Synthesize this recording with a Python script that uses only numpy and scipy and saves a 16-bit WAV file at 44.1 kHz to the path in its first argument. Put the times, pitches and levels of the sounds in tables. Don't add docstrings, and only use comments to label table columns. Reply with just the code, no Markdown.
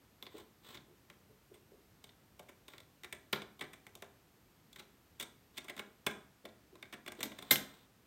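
import sys
import numpy as np
from scipy import signal
from scipy.fft import rfft, irfft, next_fast_len
from scipy.io import wavfile
from scipy.ndimage import uniform_filter1d

SR = 44100
rng = np.random.default_rng(int(sys.argv[2]) if len(sys.argv) > 2 else 0)


def bounce(signal):
    frames = np.transpose(np.atleast_2d(signal))
    limited = np.clip(frames, -1, 1)
    pcm = np.round(limited * 32767).astype(np.int16)
    wavfile.write(sys.argv[1], SR, pcm)


N = 355490
RING_SAMPLES = 8192
TOP_HZ = 15900


def undb(db):
    return 10 ** (np.asarray(db) / 20)


def unit(x):
    return x / np.sqrt(np.mean(x ** 2, axis=-1, keepdims=True))


def colour(x, points):
    hz, db = np.transpose(points)
    freqs = np.maximum(np.fft.rfftfreq(len(x), 1 / SR), 1)
    gain = undb(np.interp(np.log(freqs), np.log(hz), db))
    return irfft(rfft(x) * gain, len(x))


def fade(t, ring_s):
    return np.exp(-np.log(1000) * t / ring_s)


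def even(x, width_hz):
    spectrum = rfft(x, 2 * len(x))
    width_bins = max(1, int(width_hz * 2 * len(x) / SR))
    power = uniform_filter1d(np.abs(spectrum) ** 2, width_bins)
    return irfft(spectrum / np.sqrt(np.abs(power) + 1e-12))[:len(x)]


def dying_noise(points, low_ring_s, high_ring_s, size):
    t = np.arange(size) / SR
    freqs = np.fft.rfftfreq(size, 1 / SR)
    spectrum = rfft(rng.standard_normal(size))
    edges_hz = np.r_[0, np.geomspace(150, SR / 2, 8)]
    ring_times = np.geomspace(low_ring_s, high_ring_s, len(edges_hz) - 1)
    ring = sum(irfft(spectrum * (freqs >= low) * (freqs < high), size) * fade(t, ring_s)
               for low, high, ring_s in zip(edges_hz, edges_hz[1:], ring_times))
    flat = even(ring, width_hz=130)
    return colour(np.pad(flat, (0, size)), points)[:size]


def ringing_tones(pitch_hz, gain, ring_s, count, scatter_db, detune=0.0037):
    t = np.arange(RING_SAMPLES) / SR
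    detuned_hz = pitch_hz * (1 + detune * rng.standard_normal(len(pitch_hz)))
    tones = np.exp(2j * np.pi * detuned_hz[:, None] * t) * fade(t, ring_s[:, None])
    chance = rng.standard_normal((count, len(pitch_hz), 2))
    strength = gain * undb(scatter_db * chance[..., 0])
    phase = np.exp(2j * np.pi * chance[..., 1])
    return ((strength * phase) @ tones).imag


def stroke(start_s, length_s):
    return np.sin(np.pi * np.clip((np.arange(N) / SR - start_s) / length_s, 0, 1))


def slips(per_s, uneven_db):
    ticks = (rng.random(N) < per_s / SR) * rng.standard_normal(N)
    return ticks * undb(uneven_db * rng.standard_normal(N))


def background(air_db=-67, whine_db=-85, whine_hz=11865, waver_hz=35, whine_end_s=6.5):
    # pitch_hz, level_db
    air_colour = [(22, -43.5), (35, -14), (55, -4), (110, -3), (170, -4.5), (330, -8.5), (600, -15.5),
                  (1200, -17.5), (3000, -22.5), (6000, -26.5), (9500, -28.5), (10700, -32), (12000, -26),
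                  (16000, -31.5)]
    air = unit(colour(rng.standard_normal(next_fast_len(N)), air_colour))[:N]
    slow_filter = signal.butter(2, 20, fs=SR, output="sos")
    waver = unit(signal.sosfilt(slow_filter, rng.standard_normal(N)))
    whine = unit(np.sin(2 * np.pi * np.cumsum(whine_hz + waver_hz * waver) / SR))
    fade_out = np.clip(2 * (whine_end_s - np.arange(N) / SR), 0, 1)
    return undb(air_db) * air + undb(whine_db) * whine * fade_out


def room(x, echo_db=-4, build_s=0.003):
    # pitch_hz, level_db
    echo_colour = [(60, 0), (150, 4), (300, 0), (700, 3), (1500, 0), (3500, -7), (7000, -3.5), (16000, -15)]
    tail = dying_noise(echo_colour, low_ring_s=0.49, high_ring_s=0.31, size=SR // 2)
    t = np.arange(len(tail)) / SR
    tail *= 1 - np.exp(-(t / build_s) ** 2)
    return x + undb(echo_db) * signal.fftconvolve(x, tail)[:N]


def box_boom():
    # pitch_hz, level_db, ring_s
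    box_tones = [(150, 1, 0.2), (208.2, -2, 0.39), (282, 2.5, 0.13)]
    # start_s, level_db
    thumps = [(0.776, -61), (3.332, -51), (3.618, -56.5), (7.516, -43)]
    out = np.zeros(N + SR)
    t = np.arange(SR // 2) / SR
    boom = sum(undb(db) * np.sin(2 * np.pi * hz * t) * fade(t, ring_s) for hz, db, ring_s in box_tones)
    for start_s, level_db in thumps:
        at = int(start_s * SR)
        out[at:at + len(t)] += undb(level_db) * boom
    return out[:N]


def fingers(sharpness=2.4):
    # start_s, length_s, pitch_hz, level_db
    touches = [(0.336, 0.045, 388, -50), (0.862, 0.072, 367, -68.5), (1.292, 0.028, 414, -59),
               (1.501, 0.044, 353, -61), (1.69, 0.14, 418, -66), (6.441, 0.033, 375, -49),
               (6.721, 0.039, 390, -60), (7.184, .025, 400, -52.5), (7.235, 0.067, 300, -50.5)]
    skin = slips(per_s=470, uneven_db=-2.0)
    out = np.zeros(N)
    for start_s, length_s, pitch_hz, level_db in touches:
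        peak = signal.iirpeak(pitch_hz, sharpness, fs=SR)
        hollow = signal.lfilter(*peak, signal.lfilter(*peak, skin))
        out += undb(level_db) * stroke(start_s, length_s) * unit(hollow)
    return out


def scraping(ring_s=0.026):
    # start_s, length_s, level_db
    scrapes = [(0.3, 0.15, -61), (0.614, 0.18, -57), (2.668, 0.11, -63), (4.756, 0.065, -58),
               (5.191, 0.056, -49.5), (5.535, 0.092, -61), (7.16, 0.097, -61), (7.244, 0.65, -61.5)]
    # pitch_hz, level_db
    rasp_colour = [(300, -3), (2500, -6), (3250, -2.5), (3700, 2), (4200, -8.5), (4750, -11.5),
                   (6000, -17.5), (8400, -11), (10000, -32), (13000, -13.5)]
    pressure = sum(undb(db) * stroke(start_s, length_s) for start_s, length_s, db in scrapes)
    ring = dying_noise(rasp_colour, low_ring_s=ring_s, high_ring_s=ring_s, size=RING_SAMPLES)
    rasp = signal.fftconvolve(slips(per_s=1900, uneven_db=4.5), ring)[:N]
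    return pressure * unit(rasp)


def free_plate(shimmer_db=31):
    # start_s, level_db
    jolts = [(.225, -62), (3.327, -50), (7.231, -47), (7.51, -25)]
    # pitch_hz, level_db, ring_s
    plate_tones = [(1830, -9, 0.11), (2090, -4, 0.059), (3430, -12.5, 0.086), (4120, -5.5, 0.082),
                   (7450, -10, .08), (9000, -13, .08), (11540, -3.5, 0.1), (12600, -1.5, .08),
                   (13600, -6, .06), (14700, 5, .065)]
    # pitch_hz, level_db
    shimmer_colour = [(3000, -18), (5000, -1), (9500, -8), (11000, -6.5), (11900, 5), (15000, -1.5),
                      (16000, -12.5)]
    out = np.zeros(N + RING_SAMPLES)
    pitch_hz, level_db, ring_s = np.transpose(plate_tones)
    rings = ringing_tones(pitch_hz, undb(level_db), ring_s, len(jolts), scatter_db=2.5, detune=0.0005)
    for (start_s, jolt_db), ring in zip(jolts, rings):
        shimmer = dying_noise(shimmer_colour, low_ring_s=0.18, high_ring_s=0.15, size=RING_SAMPLES)
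        at = int(start_s * SR)
        out[at:at + RING_SAMPLES] += undb(jolt_db) * (ring + undb(shimmer_db) * shimmer)
    return out[:N]


def socket_ring(count, tones_db=-1):
    # pitch_hz, peak_db, ring_s
    socket_tones = [(208.8, 2.5, 0.43), (271.4, 0.5, 0.12), (387, 6.5, 0.058), (632, 0, 0.044),
                    (1035, 5, 0.048), (1592, 3.5, 0.11), (2044, 6.5, 0.012), (2074, 2, 0.02),
                    (2246, 7, 0.023), (2923, -1, 0.028), (3270, 1, 0.069), (3460, 9.5, 0.04),
                    (3632, 8, 0.019), (3880, 3, 0.012), (8530, -4, 0.024)]
    # pitch_hz, level_db
    crack_colour = [(100, -22), (260, -2.5), (540, -5), (1000, -2.5), (1350, -2.5), (2100, 2.5),
                    (2550, -4.5), (3650, 3.5), (4800, -6.5), (6400, -14.5), (8500, -14), (10700, -19),
                    (12500, -15.5), (16000, -17)]
    pitch_hz, peak_db, ring_s = np.transpose(socket_tones)
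    gain = undb(peak_db + tones_db) * 2 * np.log(1000) / (ring_s * SR)
    cracks = np.array([dying_noise(crack_colour, low_ring_s=0.11, high_ring_s=0.013, size=RING_SAMPLES)
                       for _ in range(count)])
    return cracks + ringing_tones(pitch_hz, gain, ring_s, count, scatter_db=3.5)


def split_parts(x):
    edges_hz = (60, 480, 1300, 2700, 6000, TOP_HZ)
    filters = [signal.butter(3, band, "bandpass", fs=SR, output="sos")
               for band in zip(edges_hz, edges_hz[1:])]
    return [unit(signal.sosfilt(band_filter, x)) for band_filter in filters]


def chatter(chatter_s, first_blow=1.03, bounces=24):
    push = np.zeros(RING_SAMPLES // 4)
    delays_s = rng.gamma(2, size=bounces) * chatter_s
    at = np.minimum(delays_s * SR, len(push) - 1).astype(int)
    np.add.at(push, at, rng.standard_normal(bounces))
    push[0] += first_blow
    return even(push, width_hz=56)


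def single_clicks(earliest_s=0.02, latest_s=0.035, settle_db=-16):
    # start_s, level_db, thud_db, lever_db, tick_db, chatter_s
    contacts = [(0.2254, -51, -5.5, -10, -15, 0.00034), (0.2658, -55.5, -2, -3.5, -19, 0.00022),
                (0.3803, -63, 7, 0, -1.5, 0.0011), (0.7441, -56.5, .5, -0.5, -6, 0.0027),
                (0.7716, -57.5, -9, -5, -22, .0004), (1.0995, -63.5, 0.5, 3, -6, 0.00041),
                (1.539, -66.5, 1, -2, -3, 0.0032), (2.04, -58, -7, -7, -5.5, .0005),
                (2.09, -64.5, -14, -4.5, -22, 0.00076), (2.3929, -60.5, 6, -1.5, -1.5, 0.0021),
                (2.485, -65, 6.5, 5, -1.5, .0028), (2.6806, -57, -2.5, -5, -6, 0.00084),
                (2.7353, -65.5, 6, 6.5, -8, 0.00038), (2.7806, -59, -6.5, -4, -8, 0.00044),
                (2.802, -62.5, -4, -5, -6, .0003), (3.1253, -49.5, -2, 2, -2.5, 0.00064),
                (3.5924, -59, -1, -11, -7, .0008), (3.6092, -46.5, 0, 2.5, -9, .0022),
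                (3.7317, -59.5, -0.5, 2.5, -3, .0018), (3.866, -63, 1, 5.5, -2.5, 0.00035),
                (3.9522, -57, -4, -15, -1.5, .0003), (4.0217, -56, 4.5, 1.5, -3.5, 0.00038),
                (4.7289, -60.5, -18, -17, -5, 0.00032), (4.759, -59, -3.5, 1, -6, .0008),
                (4.7929, -55, -3, -3, -7, 0.0019), (5.6424, -64.5, 6.5, -2, 0, 0.0012),
                (5.7644, -58, 1.5, -5, -4.5, 0.0014), (6.452, -55, 2, -1, -8.5, .0013),
                (6.7539, -67.5, 8.5, -1.5, -7, .0005), (6.8259, -54.5, -3.5, 3, -9.5, 0.00036),
                (7.1195, -58, 3.5, 3.5, 0.5, .0006), (7.205, -50.5, 1, 2, -3, 0.00096),
                (7.229, -39.5, -6, -4.5, -3.5, .0014), (7.3165, -60.5, 3.5, 3, -9, 0.00064),
                (7.386, -52.5, -1.5, -3, -6, .001), (7.4236, -52.5, -1, -5, -7.5, .0008)]
    for start_s, level_db, *tone in contacts:
        yield start_s, level_db, *tone
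        yield start_s + rng.uniform(earliest_s, latest_s), level_db + settle_db, *tone


def catches(touch_db=-56.5, tick_db=-6.5, touch_chatter_s=0.001, seat_chatter_s=0.0019):
    # start_s, slip_s, seat_db, thud_db, lever_db
    double_clicks = [(3.0341, 0.0086, -53.5, -3, 1), (5.5701, 0.0068, -45, -9, -4),
                     (5.6822, 0.012, -51.5, -0.5, 5), (5.7768, .0131, -47.5, 0, 2),
                     (6.9255, 0.0065, -55, 1, 3), (7.061, 0.015, -50.5, 0, 1.5)]
    for start_s, slip_s, seat_db, *tone in double_clicks:
        yield start_s, touch_db, *tone, tick_db, touch_chatter_s
        yield start_s + slip_s, seat_db, *tone, tick_db, seat_chatter_s


def snaps(bounce_chatter_s=0.0012):
    # start_s, level_db, thud_db, lever_db, tick_db, chatter_s, bounce_s, bounce_db
    blows = [(3.328, -36, -0.5, -0.5, -11.5, .0006, 0.03, -16.5),
             (5.1978, -44.5, -10, -6, -4.5, 0.0017, 0.0088, -3), (6.0642, -37, 0, 1, -5, .0013, .015, -21),
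             (7.5079, -26, -9, -4.5, -5.5, .0018, .016, -10.5)]
    for start_s, level_db, *tone, chatter_s, bounce_s, bounce_db in blows:
        yield start_s, level_db, *tone, chatter_s
        yield start_s + bounce_s, level_db + bounce_db, *tone, bounce_chatter_s
        yield start_s + 3 * bounce_s, level_db + bounce_db - 1, *tone, bounce_chatter_s


def socket_clicks(box_lag_s=0.001904, box_db=-3, board_db=-5.5, boost_db=3.5):
    out = np.zeros(N + 2 * RING_SAMPLES)
    contacts = [*snaps(), *catches(), *single_clicks()]
    pushes = np.array([chatter(chatter_s) for *_, chatter_s in contacts])
    rings = signal.fftconvolve(socket_ring(len(contacts)), pushes, axes=1)[:, :RING_SAMPLES]
    for contact, box, board, lever, plate, tick in zip(contacts, *split_parts(rings)):
        start_s, level_db, thud_db, lever_db, tick_db, _ = contact
        steel = plate + undb(lever_db) * lever + undb(tick_db) * tick
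        thud = undb(thud_db + board_db) * board
        at, box_at = int(start_s * SR), int((start_s + box_lag_s) * SR)
        out[at:at + RING_SAMPLES] += undb(level_db) * (steel + thud)
        out[box_at:box_at + RING_SAMPLES] += undb(level_db + thud_db + box_db) * box
    return out[:N] * np.sqrt(0.01 * SR / RING_SAMPLES) * undb(boost_db)


def scene():
    handling = socket_clicks() + free_plate() + box_boom() + scraping() + fingers()
    return (room(handling) + background())[None]


def record(dry):
    bass_cut = signal.butter(4, 38, "highpass", fs=SR, output="sos")
    treble_cut = signal.ellip(10, 0.2, 70, TOP_HZ, fs=SR, output="sos")
    return signal.sosfilt(treble_cut, signal.sosfilt(bass_cut, dry))


dry = scene()
out = record(dry)
bounce(out)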